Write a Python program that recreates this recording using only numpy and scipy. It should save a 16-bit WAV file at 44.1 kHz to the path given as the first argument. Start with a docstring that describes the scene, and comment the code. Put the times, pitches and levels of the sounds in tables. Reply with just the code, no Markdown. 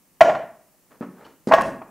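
"""Blows on a wooden training dummy

Forearms strike the dummy in a bare room, each contact a dull, heavily damped thud of flesh.
A hard blow slams a loose wooden arm against its slot in the trunk, where it rings and rattles.
The trunk rocks on its frame, wood squeaks, and clothes rustle by friction between the moves.
The sound is nearly mono, and the recorder clips on the two hardest knocks."""
import sys
import numpy as np
from scipy import signal
from scipy.fft import rfft, irfft, next_fast_len
from scipy.io import wavfile

SR = 44100
rng = np.random.default_rng(int(sys.argv[2]) if len(sys.argv) > 2 else 0)


def dump_mix(stems):
    """Bounce the given channels to the path in sys.argv[1] as a 16-bit WAV at rate SR."""
    frames = np.atleast_2d(stems).T  # one column per channel
    limited = np.clip(frames, -1, 1)  # hard clip at full scale
    pcm = np.round(limited * 32767).astype(np.int16)
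    wavfile.write(sys.argv[1], SR, pcm)


N = 83790


# knocks of each arm and their early repeats from the room:
# t/s, ring level/dB, clack level/dB, tilt/(dB/octave), pitch shift/%
UPPER_KNOCKS = [(.2068, -5.5, -8, 2, 12.5), (.2122, 3.5, -12.5, 0, 1), (.2545, -17.5, -37.5, -13, 5.5),
                (.2845, -11.5, -31, -5.5, -2), (.2925, -13.5, -10, -5.5, -3.5), (.349, -22, -18.5, -3.5, 1),
                (.742, -60.5, -70.5, -2, -3.5)]
LOWER_KNOCKS = [(1.512, -3.5, -5.5, -11.5, 0), (1.520, -7.5, -6, -0.5, 0), (1.535, -0.5, -8.5, 3, 0.031),
                (1.539, -29, -15, 0.5, 0), (1.5816, -9.5, -18, -2, 0.0047), (1.816, -33.5, -25, -9, 0.024)]
# normal modes of each arm, before shift and tilt: f/Hz, level/dB, T60/s
UPPER_MODES = [(586, -25.5, .07), (627.3, -17, .46), (649.2, 3.5, 0.075), (670.7, -13.5, .24),
               (732, -13, 0.046), (825, -16, 0.053), (973, -25, 0.1), (1073, -20, .12), (1388, -22, 0.17),
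               (1672, -25, 0.12), (1922, -26.5, 0.13), (2259, -28, 0.12), (2445, -33, .08),
               (3024, -31, .09), (6846, -42.5, .06)]
LOWER_MODES = [(565, -8.5, .1), (651.5, 1, .08), (669, -17.5, 0.11), (820.6, -13, .07), (1038, -15, .045),
               (1091, -4.5, 0.074), (1278, -21, 0.058), (1390, -23, .07), (1650, -17, 0.088),
               (1823.6, -20, .09), (1859, -16.5, 0.081), (2320, -32, .07), (5430, -41.5, 0.11)]
# spectra of the dense, quickly damped wood modes: f/Hz, level/dB
UPPER_CLACK = [(40, -30), (170, -6), (300, -11.5), (450, -11), (750, 12.5), (1400, 3), (2800, -7.5),
               (3600, -17), (6500, -25.5), (9000, -36), (16000, -45.5)]
LOWER_CLACK = [(40, -17), (170, -6.5), (420, 2.5), (950, 20.5), (1900, 3.5), (2500, 2.5), (3600, -12.5),
               (6000, -19.5), (9500, -34.5), (16000, -38.5)]
# their decay times: f/Hz, T60/s
CLACK_T60 = [(150, .14), (900, 0.053), (3000, 0.066), (12000, 0.12)]

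def wooden_arm(knocks, modes, clack_spectrum, tilt_from_hz=1300):
    """Free vibration: the arm hits its slot and rings; each knock has its own brightness and pitch."""
    out = np.zeros(N)
    for start, ring_db, clack_db, tilt_db, shift in knocks:
        bright_db = lambda hz: tilt_db * np.log2(np.hypot(1, hz / tilt_from_hz))
        dense_modes = filtered(noise(clack_spectrum), lambda hz: amp(bright_db(hz)))
        clack = damped(dense_modes, CLACK_T60) * onset(0.0015)
        struck_modes = [(hz * (1 + shift / 100), db + bright_db(hz), t60) for hz, db, t60 in modes]
        knock = amp(ring_db) * ring(struck_modes) + amp(clack_db) * clack
        out += in_room(at(start, knock), wet_db=-8)
    return out


# thuds of forearm or palm on the wood, and their quick echoes from the room:
# t/s, thud level/dB, pat level/dB, slap level/dB
THUDS = [(1.009, -14.5, -35.5, -63), (1.0245, -35, -32, -78), (1.030, -23.5, -61.5, -80),
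         (1.472, -7, -33.5, -39.5), (1.4858, -31.5, -30.5, -39), (1.492, -15.5, -30.5, -47.5)]
# modes of the thud: f/Hz, level/dB, T60/s
THUD_MODES = [(189, -28.5, .08), (227.9, -11.5, 0.11), (259.4, -4.5, 0.048), (339, -5.5, 0.043),
              (380, -18, 0.13), (454, -11, 0.056)]
# spectra of the soft pat and the bright slap of skin: f/Hz, level/dB
PAT_SPECTRUM = [(60, -16), (200, 1.5), (550, 3), (800, -3), (1270, -1), (1600, -11.5), (2100, -12.5),
                (3200, -29), (8000, -41.5), (16000, -51)]
SLAP_SPECTRUM = [(500, -1), (3000, -10.5), (4900, -4), (6500, -9.5), (10000, -16.5), (16000, -27.5)]

def forearms(low_cut_hz=130):
    """Soft impact: flesh on wood excites low, damped modes, with a pat and a slap of skin."""
    out = np.zeros(N)
    for start, thud_db, pat_db, slap_db in THUDS:
        thud = amp(thud_db) * ring(THUD_MODES)
        pat = amp(pat_db) * burst(PAT_SPECTRUM, t60=0.15)
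        slap = amp(slap_db) * burst(SLAP_SPECTRUM, t60=0.075)
        out += at(start, thud + pat + slap)
    low_cut = signal.butter(2, low_cut_hz, "highpass", fs=SR, output="sos")
    return in_room(signal.sosfilt(low_cut, out), wet_db=-9.5)


# sharp clicks in the rattle: t/s, level/dB
TICKS = [(1.6117, -25), (1.619, -25)]
# their spectrum: f/Hz, level/dB
TICK_SPECTRUM = [(500, -23), (2500, 8.5), (5500, 0), (9000, -3), (16000, -10)]

def ticks():
    """Brief contacts have broad spectra: the dummy settles with thin clicks."""
    clicks = sum(at(start, amp(db) * burst(TICK_SPECTRUM, t60=0.011)) for start, db in TICKS)
    return in_room(clicks, wet_db=-4.5)


# bumps of the trunk on its frame, and a footstep at 1.662 s: t/s, level/dB
BUMPS = [(.213, -26.5), (.30, -35.5), (0.346, -46), (1.586, -27), (1.662, -29.5)]
# their spectrum: f/Hz, level/dB
BUMP_SPECTRUM = [(25, -17.5), (60, -13.5), (110, -3), (190, -6.5), (350, -4), (600, -16.5), (1500, -32),
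                 (8000, -74.5)]

def rocking_trunk():
    """Damped low-frequency vibration: the trunk bumps softly as it rocks under the blows, and a foot steps on
    the floor."""
    bumps = sum(at(start, amp(db) * burst(BUMP_SPECTRUM, t60=0.16) * onset(0.0017))
                for start, db in BUMPS)
    return in_room(bumps, wet_db=-6)


# sleeve and skin brushing past: peak t/s, 20 dB rise/s, 20 dB fall/s, rub level/dB, hiss level/dB
BRUSHES = [(0.919, 0.018, .09, -49.5, -81), (1.23, 0.12, 0.1, -47, -81.5),
           (1.255, 0.017, 0.054, -45.5, -56.5)]
# spectra of the low rub and the high hiss: f/Hz, level/dB
RUB_SPECTRUM = [(50, -25), (180, -3.5), (500, 1), (900, -2.5), (1700, -7.5), (3000, -22.5), (8000, -34.5),
                (16000, -57)]
HISS_SPECTRUM = [(500, 5), (2200, -9), (3000, -2.5), (3700, -3), (4600, -5), (7000, -12), (16000, -26.5)]

def sleeves(grain_db=3, grains_per_s=250):
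    """Friction noise: sliding cloth and skin make grainy swells."""
    t, out = np.arange(N) / SR, np.zeros(N)
    for peak, rise, fall, rub_db, hiss_db in BRUSHES:
        swell = amp(-20 * np.maximum((peak - t) / rise, (t - peak) / fall))
        grain = amp(grain_db * np.interp(t * grains_per_s, np.arange(N), rng.standard_normal(N)))
        friction = amp(rub_db) * noise(RUB_SPECTRUM) + amp(hiss_db) * noise(HISS_SPECTRUM)
        out += swell * grain * friction
    return in_room(out, wet_db=-9.5)


# slips of wood on wood: t/s, f/Hz, level/dB
SQUEAKS = [(0.351, 4090, -48.5), (1.245, 3000, -45.5), (1.249, 4420, -53)]

def squeaks(half_width_hz=200):
    """Frictional excitation: slipping wood gives a narrow noise band, heard as a short rough tone."""
    t, out = np.arange(N) / SR, np.zeros(N)
    for start, centre_hz, db in SQUEAKS:
        band = lambda hz: 1 / (1 + ((hz - centre_hz) / half_width_hz) ** 4)
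        tone = filtered(rng.standard_normal(N), band)
        envelope = fade(t, t60=0.05) * onset(0.0015)
        out += at(start, amp(db) * tone / tone.std() * envelope)
    return in_room(out, wet_db=-8)


# early reflections from the nearest walls: delay/s, level/dB
WALL_ECHOES = [(.0206, -19), (.0455, -16), (.072, -16.5)]
# reverberation time: f/Hz, T60/s
ROOM_T60 = [(100, .62), (250, 0.48), (650, 0.45), (2000, 0.47), (5000, 0.31), (9000, .38), (15000, 0.43)]
# colour of the diffuse field: f/Hz, level/dB
ROOM_COLOUR = [(40, -8), (170, 3), (400, 4), (650, -3), (1200, -1.5), (2500, -0.5), (6000, 4), (15000, -3)]

def in_room(x, wet_db, tail_delay_s=0.012, build_s=0.022, wall_cutoff_hz=1480):
    """Reverberation: dull early reflections and a diffuse tail add to the direct sound."""
    tail = damped(rng.standard_normal(N), ROOM_T60) * onset(build_s)
    tail = at(tail_delay_s, tail / np.linalg.norm(tail))
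    tail = filtered(tail, lambda hz: amp(along(ROOM_COLOUR, hz)))
    walls = lambda hz: sum(amp(db) * np.exp(-2j * np.pi * hz * delay) for delay, db in WALL_ECHOES)
    echoes = filtered(x, lambda hz: walls(hz) / (1 + 1j * hz / wall_cutoff_hz))
    return x + echoes + amp(wet_db) * signal.fftconvolve(x, tail)[:N]


# noise spectra, in phase and in antiphase between the channels: f/Hz, level/dB
FLOOR_SPECTRUM = [(15, -33), (25, -8.5), (91, -10.5), (188, -1), (410, -8), (631, -11), (1240, -12.5),
                  (1530, -20), (1660, -15.5), (2850, -18.5), (3440, -23), (6210, -18.5), (15500, -17)]
SIDE_SPECTRUM = [(50, 13.5), (1000, -6), (4000, -9), (9000, 0.5), (15000, -1.5)]

def noise_floor():
    """Stationary noise: room tone and recorder hiss, partly correlated between left and right."""
    mid = amp(-61.5) * noise(FLOOR_SPECTRUM)
    side = amp(-65.5) * noise(SIDE_SPECTRUM)
    return np.array([mid + side, mid - side])


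def ring(modes, scatter_db=0.5):
    """Modal superposition: damped sinusoids, a little different in strength at every blow."""
    t = np.arange(N) / SR
    partials = (amp(db + scatter_db * rng.standard_normal()) * np.sin(2 * np.pi * hz * t) * fade(t, t60)
                for hz, db, t60 in modes)
    return onset(0.0017) * sum(partials)


def burst(spectrum, t60):
    """Noise transient: a sharp attack and an exponential decay."""
    return noise(spectrum) * fade(np.arange(N) / SR, t60) * onset(0.00034)


def noise(spectrum):
    """Spectral shaping: noise of rms 1 with the given relative spectral density."""
    x = filtered(rng.standard_normal(N), lambda hz: amp(along(spectrum, hz)))
    return x / x.std()


def damped(x, t60s):
    """Frequency-dependent damping: each band of x decays at its own rate."""
    hz, t, bands = signal.stft(x, SR, nperseg=256)
    decay = fade(t, along(t60s, hz)[:, None])
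    return signal.istft(bands * decay, SR, nperseg=256)[1][:N]


def filtered(x, response):
    """Linear filtering: the spectrum of x times a frequency response."""
    size = next_fast_len(N + SR // 2)
    hz = np.fft.rfftfreq(size, 1 / SR)
    return irfft(rfft(x, size) * response(hz), size)[..., :N]


def fade(t, t60):
    """Exponential decay, 60 dB down at t60."""
    return np.exp(-np.log(1000) * t / t60)


def onset(attack_s):
    """First-order rise from 0 to 1 with time constant attack_s."""
    return 1 - np.exp(-np.arange(N) / SR / attack_s)


def at(start_s, x):
    """Pure delay of x by start_s."""
    return np.pad(x, (max(round(start_s * SR), 0), 0))[:N]


def along(points, hz):
    """Interpolation of (f/Hz, value) points on a logarithmic frequency axis."""
    f, values = np.transpose(points)
    return np.interp(np.log(hz + 1), np.log(f + 1), values)


def amp(db):
    """Amplitude ratio of a level in decibels."""
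    return 10 ** (np.asarray(db) / 20)


def scene():
    """Superposition: all sources are centred; only faint hiss differs between the ears."""
    upper_arm = wooden_arm(UPPER_KNOCKS, UPPER_MODES, UPPER_CLACK)
    lower_arm = wooden_arm(LOWER_KNOCKS, LOWER_MODES, LOWER_CLACK)
    centre = upper_arm + lower_arm + forearms() + ticks() + sleeves() + rocking_trunk() + squeaks()
    return centre + noise_floor()


def record(dry, hardness=12, band_limit_hz=15750):
    """Saturation and band limiting: the recorder clips at full scale and cuts the highest treble."""
    clipped = dry / (1 + np.abs(dry) ** hardness) ** (1 / hardness)
    return filtered(clipped, lambda hz: hz < band_limit_hz)


dry = scene()
out = record(dry)
dump_mix(out)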